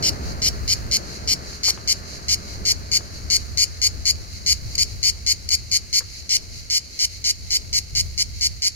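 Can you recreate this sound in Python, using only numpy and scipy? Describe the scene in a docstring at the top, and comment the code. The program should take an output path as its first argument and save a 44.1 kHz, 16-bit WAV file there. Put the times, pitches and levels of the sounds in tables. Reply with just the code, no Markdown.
"""In a tree on a summer day, a cicada sings close to a phone, in chirps of about a dozen contractions.
Each contraction buckles the ribs of a tymbal in turn, and their clicks excite the resonances of the
hollow abdomen; bark and leaves scatter the sound. A neighbour answers over a distant chorus, a breeze
rumbles, far traffic fades away, and fingers tap the phone's case four times."""
import sys
import numpy as np
from scipy import signal
from scipy.fft import rfft, irfft, next_fast_len
from scipy.io import wavfile
from scipy.ndimage import uniform_filter1d

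SR = 44100
rng = np.random.default_rng(int(sys.argv[2]) if len(sys.argv) > 2 else 0)


def unload_audio(sound):
    """Save the sound as a 16-bit wav file, at the path given as the first command line argument."""
    columns = np.transpose(np.atleast_2d(sound))
    # keep every value between -1 and 1, then stretch to whole-number steps
    steps = np.round(np.clip(columns, -1, 1) * 32767)
    wavfile.write(sys.argv[1], SR, steps.astype(np.int16))


N = 385875
T = np.arange(N) / SR
BLOCK = 8192  # samples that hold one chirp or tap
BLOCK_HZ = np.arange(BLOCK // 2 + 1) * SR / BLOCK

# spectrum of insects heard through foliage: f/Hz, relative level/dB
FAR_SPECTRUM = [(1500, -36), (2130, -6), (2400, -12), (3000, -14.5), (3550, -23), (4050, -2), (4450, 2.5),
                (5100, -5), (5900, -6), (6600, -4), (7400, -13.5), (8100, -22), (11200, -19), (15000, -33)]
# the singer's bearing as the hand turns the phone: t/s, left minus right level/dB, left lead/samples
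BEARING = [(0, 1, -.6), (1.3, 1.9, -.8), (1.9, 2.5, 0), (2.3, 1.9, .2), (3.4, 3.8, 0), (5.95, 2.7, 0),
           (6.7, .9, .65), (8.75, .8, .55)]


def undb(db):
    """Amplitude ratio: a factor of ten per 20 dB."""
    return 10 ** (np.asarray(db) / 20)


def unit(x):
    """Normalisation to rms 1."""
    return x / np.sqrt(np.mean(x ** 2))


def curve(rows, column=1, at=T):
    """Linear interpolation of one column of a table against the first."""
    rows = np.array(rows)
    return np.interp(at, rows[:, 0], rows[:, column])


def add(out, x, start_s):
    """Superposition of a stereo sound on the mix."""
    i = int(start_s * SR)
    x, i = x[:, max(-i, 0):], max(i, 0)
    out[:, i:i + x.shape[1]] += x[:, :max(N - i, 0)]


def walk(hz):
    """Slow random modulation: hz values a second, joined by ramps, with a spread near 1."""
    hold = int(SR / hz)
    steps = np.repeat(rng.standard_normal(N // hold + 1), hold)
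    return 1.3 * uniform_filter1d(steps, hold)[:N]


def colour(x, spectrum):
    """Spectral shaping to rms 1, falling 12 dB an octave below the lowest point."""
    hz, db = np.transpose(spectrum)
    size = next_fast_len(N)
    f = np.maximum(np.arange(size // 2 + 1) * SR / size, 1)
    gain = undb(np.interp(np.log(f), np.log(hz), db)) * np.minimum(f / hz[0], 1) ** 2
    return unit(irfft(rfft(x, size) * gain, size)[:, :N])


def field(correlation, lead_samples=0):
    """Partly coherent noise, whose shared part reaches the left microphone port lead_samples early."""
    shared = rng.standard_normal(N)
    coherent = np.array([shared, np.roll(shared, lead_samples)])
    return np.sqrt(correlation) * coherent + np.sqrt(1 - correlation) * rng.standard_normal((2, N))


def chorus(level_db=-42, waver_db=.5):
    """Incoherent summation: many distant cicadas merge into a nearly even hiss."""
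    hiss = colour(field(.1) * undb(walk(400)), FAR_SPECTRUM)
    return hiss * undb(level_db + waver_db * walk(24))


def breeze(gust_db=1.76):
    """Turbulence buffets the ports in quick low gusts, mostly uncorrelated between the two."""
    strength = [(0.0, -31.5), (1.0, -30), (1.12, -44), (1.32, -30.5), (1.76, -43), (1.96, -35.5),
                (2.2, -43), (2.32, -34.5), (2.44, -38.5), (2.64, -33), (2.88, -37.5), (4.92, -32.5),
                (5.48, -37.0), (6.56, -38.5), (6.96, -44), (7.08, -39.5), (8.12, -32.0), (8.75, -42)]  # course of the breeze: t/s, relative level/dB
    spectrum = [(15, -5.5), (30, -23), (48, -3.5), (70, 0.5), (100, -6), (150, -19), (300, -32.5),
                (800, -51.5)]  # buffeting: f/Hz, relative level/dB
    return colour(field(.2), spectrum) * undb(curve(strength) + .65 + gust_db * walk(13))


def traffic(rumble_gain_db=4, tyre_gain_db=6.5):
    """Attenuation with distance: rumble and tyre hiss recede on a road far to the left."""
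    fade = [(0.0, -39, -50.5), (3.95, -51, -58.5), (4.31, -52.5, -60.5), (5.53, -55, -64.5),
            (7.55, -55.5, -67.5), (8.75, -58.5, -67)]  # receding traffic: t/s, relative rumble level/dB, relative tyre level/dB
    rumble_spectrum = [(60, -12), (120, -0.5), (190, -0.5), (280, -5.5), (420, -5.5), (520, -9.5),
                       (620, -7), (850, -13.5), (1500, -18), (4000, -69)]  # rumble: f/Hz, relative level/dB
    tyre_spectrum = [(400, -27), (800, -16), (1200, 3.5), (1700, 2), (2500, -5.5), (6000, -35)]  # tyre hiss: f/Hz, relative level/dB
    rumble = colour(field(.76, lead_samples=19), rumble_spectrum)
    rumble *= undb(curve(fade) + rumble_gain_db + 1.6 * walk(8.2))
    tyres = colour(field(.62, lead_samples=19), tyre_spectrum)
    return rumble + tyres * undb(curve(fade, column=2) + tyre_gain_db)


def tymbal(beats, force, spread_s, slip_s, ribs=11, rib_hz=2216.6, hurry=.075):
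    """Sequential buckling: times and sizes of the rib clicks, the middle ones hardest and slowest."""
    place = np.linspace(-1, 1, ribs)
    offsets = place * (ribs // 2) / rib_hz * (1 - .06 * place ** 2)
    chance = rng.standard_normal((len(beats), 2, ribs))
    # the ribs follow each other faster as the force grows
    stretch = 1 + hurry * (force.mean() - force[:, None]) + .02 * rng.standard_normal((len(beats), 1))
    times = beats[:, None] + offsets * stretch + slip_s * chance[:, 0]
    sizes = force[:, None] / (1 + (offsets / spread_s) ** 2) * undb(chance[:, 1])
    return times, sizes


def clicks(times, sizes):
    """Band-limited impulses, placed between samples by a windowed sinc."""
    centres = times.reshape(-1, 1) * SR
    samples = centres.astype(int) + np.arange(-7, 9)
    pulses = np.sinc(samples - centres) * np.sinc((samples - centres) / 8) * sizes.reshape(-1, 1)
    return np.bincount(samples.ravel() % BLOCK, pulses.ravel(), BLOCK)


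def ring(x, modes):
    """Resonance: steep-sided modes radiate differently to left and right."""
    power = sum(undb([[left_db], [right_db]]) ** 2 / (1 + ((BLOCK_HZ - hz) / width) ** 2) ** 3
                for hz, width, left_db, right_db in modes)
    cepstrum = irfft(np.log(power.mean(axis=0)))
    phase = rfft(cepstrum[:BLOCK // 2], BLOCK).imag  # causal: the ring follows the blow
    return irfft(rfft(x) * np.sqrt(power) * np.exp(1j * phase))


def abdomen(times, sizes, rasp, pan_db, full_rasp=.55):
    """Cavity resonance: clicks ring the hollow abdomen, one upper mode more so when the song rasps."""
    modes = [(2070, 410, -19.5, -12.5), (2969, 316, 0, -1.5), (4380, 326, 3, 2), (5110, 1130, 0.5, 3),
             (6565, 1170, 0.5, -8.5), (7480, 230, -4.5, -16)]  # abdominal modes: f/Hz, width/Hz, left level/dB, right level/dB
    lift_db = 1 + .9 * min(rasp / full_rasp, 1)
    upper_mode = (5466, 307, 6.2 + lift_db, 4.1 + lift_db)
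    left, right = ring(clicks(times, sizes), modes + [upper_mode])
    return np.array([unit(left) * undb(pan_db / 2), unit(right) * undb(-pan_db / 2)])


def crinkle(times, sizes, t60=.013, correlation=.52):
    """Damped vibration: each snap leaves a brief noise in the ribs' own modes."""
    modes = [(8790, 520, 4, 7.5), (10630, 1500, -1.5, 6), (12600, 1360, 3.5, -15), (14200, 1200, -20, -2)]  # rib modes: f/Hz, width/Hz, left level/dB, right level/dB
    energy = signal.fftconvolve(clicks(times, sizes ** 2), undb(-120 * T[:BLOCK] / t60))[:BLOCK]
    shared = np.sqrt(correlation) * rng.standard_normal(BLOCK)
    noise = shared + np.sqrt(1 - correlation) * rng.standard_normal((2, BLOCK))
    return ring(noise * np.sqrt(np.maximum(energy, 0)), modes)


def chirp(contractions, rate_hz, rasp, pan_db, onset_s, second_lead_s=.0021, snap_db=-16.5):
    """Pulse-train excitation: the muscle pulls ever harder; a second tymbal fills the gaps in a rasp."""
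    k = np.arange(contractions)
    warm_up_s = .004 * (1 - np.exp(-k / 1.3))  # the first contractions are further apart
    beats = onset_s + k / rate_hz + warm_up_s + .0001 * rng.standard_normal(contractions)
    slack = 1 - (k + 1) / contractions  # falls to 0 at full force
    swell_db = -4 * (1 + rasp) * slack ** 2.5
    force = undb(swell_db + .4 * rng.standard_normal(contractions))
    first = tymbal(beats, force, spread_s=.001 + .0002 * rasp, slip_s=.000014 + .00004 * rasp)
    between = beats - second_lead_s + .0004 * rng.standard_normal(contractions)
    second = tymbal(between, force * (k > 0) * (.2 + .7 * rasp), spread_s=.0008, slip_s=.00004)
    times, sizes = np.concatenate([first, second], axis=1)
    # hard pulls snap the ribs more sharply
    snap = undb(-10 * np.tile(slack, 2)[:, None] + .65 * rng.standard_normal(times.shape))
    sound = abdomen(times, sizes, rasp, pan_db) + undb(snap_db) * unit(crinkle(times, sizes * snap))
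    length_s = contractions / rate_hz + .003
    return sound * np.sqrt(length_s * SR / BLOCK)  # equal power for long and short chirps


def ports(sound, at_s):
    """Diffraction: sound bends round the phone, so the right port lags the left."""
    phase_lead = [(0, 0), (2000, .1), (2550, 2.1), (3000, 1.8), (4400, 2.2), (5450, 2.4), (6300, 3.8),
                  (8600, 4), (10000, 5.4), (11900, 7.7), (13700, 6.4), (15300, 8.7)]  # lead of the left port: f/Hz, phase/rad
    lead_samples = curve(BEARING, column=2, at=at_s)
    lag = curve(phase_lead, at=BLOCK_HZ) + 2 * np.pi * BLOCK_HZ / SR * lead_samples
    left, right = sound
    return np.array([left, irfft(rfft(right) * np.exp(-1j * lag))])


def cicada(song_db=-19, facing_gain=.71, false_start_db=-4.5, onset_s=.01, ring_delay_s=.0003):
    """Directivity: the near insect's chirps are loudest when it faces the left port."""
    chirps = [(0.027, 15, 222), (0.4205, 14, 211), (0.6793, 12, 206), (0.9146, 11, 198), (1.2764, 14, 232),
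              (1.6352, 15, 212), (1.877, 11, 216), (2.285, 13, 216), (2.6543, 14, 209), (2.9176, 12, 209),
              (3.3023, 14, 214), (3.5752, 14, 211), (3.8185, 12, 210), (4.0556, 12, 219), (4.4641, 14, 212),
              (4.7549, 1, 410), (4.7816, 11, 214), (5.0313, 14, 204), (5.266, 13, 214), (5.4912, 1, 208),
              (5.5069, 10, 218), (5.7166, 12, 214), (5.93, 13, 205), (6.2941, 17, 229), (6.7016, 17, 213),
              (6.9922, 13, 210), (7.2428, 15, 221), (7.5073, 13, 205.5), (7.7306, 12, 203),
              (7.9528, 12, 204.5), (8.1792, 10, 210), (8.412, 13, 222), (8.6221, 12, 196)]  # the song: t/s, number of contractions, contraction rate/Hz
    out_of_step = [(0, 0.67), (.9, 0.28), (2.3, .3), (2.9, 0), (5.95, 0.02), (6.3, 0.52), (6.7, 0.32),
                   (8.75, 0.1)]  # mismatch of the two tymbals: t/s, rasp (0 to 1)
    out = np.zeros((2, N))
    for start_s, contractions, rate_hz in chirps:
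        rasp = curve(out_of_step, at=start_s)
        pan_db = curve(BEARING, at=start_s)
        level_db = song_db + facing_gain * pan_db
        if contractions == 1:  # a lone contraction never reaches full force
            level_db += false_start_db
        sound = ports(chirp(contractions, rate_hz, rasp, pan_db, onset_s), start_s)
        add(out, sound * undb(level_db), start_s - onset_s - ring_delay_s)
    return out


def foliage(song):
    """Scattering: near branches return a quick echo, the crown a longer and duller one."""
    branches, crown = (-9, .06, 16000), (-21, .32, 9000)  # level/dB, decay t60/s, cutoff f/Hz
    t = T[:SR // 2]
    out = 0
    for db, t60, cutoff_hz in (branches, crown):
        spectrum = rfft(rng.standard_normal((2, len(t))) * undb(-60 * t / t60) * (t > .001))
        power = uniform_filter1d(np.abs(spectrum) ** 2, size=200, axis=1)
        flat_tail = irfft(spectrum / np.sqrt(power))[:, :SR // 4]
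        tail = signal.sosfilt(signal.butter(2, cutoff_hz, fs=SR, output="sos"), flat_tail)
        out = out + undb(db) * signal.fftconvolve(song, tail, axes=1)[:, :N]
    return out


def neighbour(base_db=-43.5, growth_db_per_s=42.5, buzz_hz=205, buzz_db=3):
    """Amplitude modulation: leaves smear a second cicada's pulses into a buzzing noise."""
    answers = [(.28, .13), (0.762, 0.057), (1.124, .15), (1.508, 0.15), (1.712, 0.12), (2.122, 0.14),
               (2.509, 0.13), (3.156, 0.084), (3.398, .09), (4.347, 0.1), (4.558, 0.054), (4.723, 0.12),
               (4.898, 0.095), (5.577, 0.068), (6.163, 0.13), (6.562, 0.12), (6.96, 0.11), (7.143, .1),
               (7.5, 0.082), (8.39, 0.11)]  # its chirps: centre t/s, nominal length/s
    swell = np.zeros(N)
    for centre_s, length_s in answers:
        shape = np.interp(T, centre_s + length_s * np.array([-.7, -.15, .3, .55]), [0, .9, 1, 0])
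        swell += undb(base_db + growth_db_per_s * length_s) * shape  # longer chirps grow louder
    rate_hz = buzz_hz * (1 + .0272 * walk(40))
    buzz = undb(buzz_db * np.sin(2 * np.pi * np.cumsum(rate_hz) / SR))
    return colour(field(.078, lead_samples=8) * buzz, FAR_SPECTRUM) * swell


def finger_taps(t60=.0031, rattle_db=-19, rattle_t60=.14):
    """Impact excitation: soft knocks ring the phone's case, each with a faint rattle."""
    taps = [(1.6835, -16), (1.776, -24.5), (3.007, -31), (6.007, -24.5)]  # knocks: t/s, peak level/dB
    modes = [(474, 105, -24, 4), (820, 100, -27, 0.5), (1320, 730, 2.5, -24), (2620, 1500, -18.5, -10)]  # modes of the case: f/Hz, width/Hz, left level/dB, right level/dB
    out, t = np.zeros((2, N)), T[:BLOCK]
    decay = undb(-60 * t / t60) + undb(rattle_db - 60 * t / rattle_t60)
    for start_s, peak_db in taps:
        knock = ring(rng.standard_normal(BLOCK) * decay, modes)
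        add(out, knock / np.abs(knock).max() * undb(peak_db), start_s)
    return out


def scene():
    """Superposition of the singer, its echoes and the summer day around it."""
    song = cicada()
    return song + foliage(song) + neighbour() + chorus() + breeze() + traffic() + finger_taps()


def record(dry, cutoff_hz=15750):
    """Band limiting: the phone's steep low-pass filter removes the highest treble."""
    return signal.sosfilt(signal.ellip(10, .2, 80, cutoff_hz, fs=SR, output="sos"), dry)


dry = scene()
out = record(dry)
unload_audio(out)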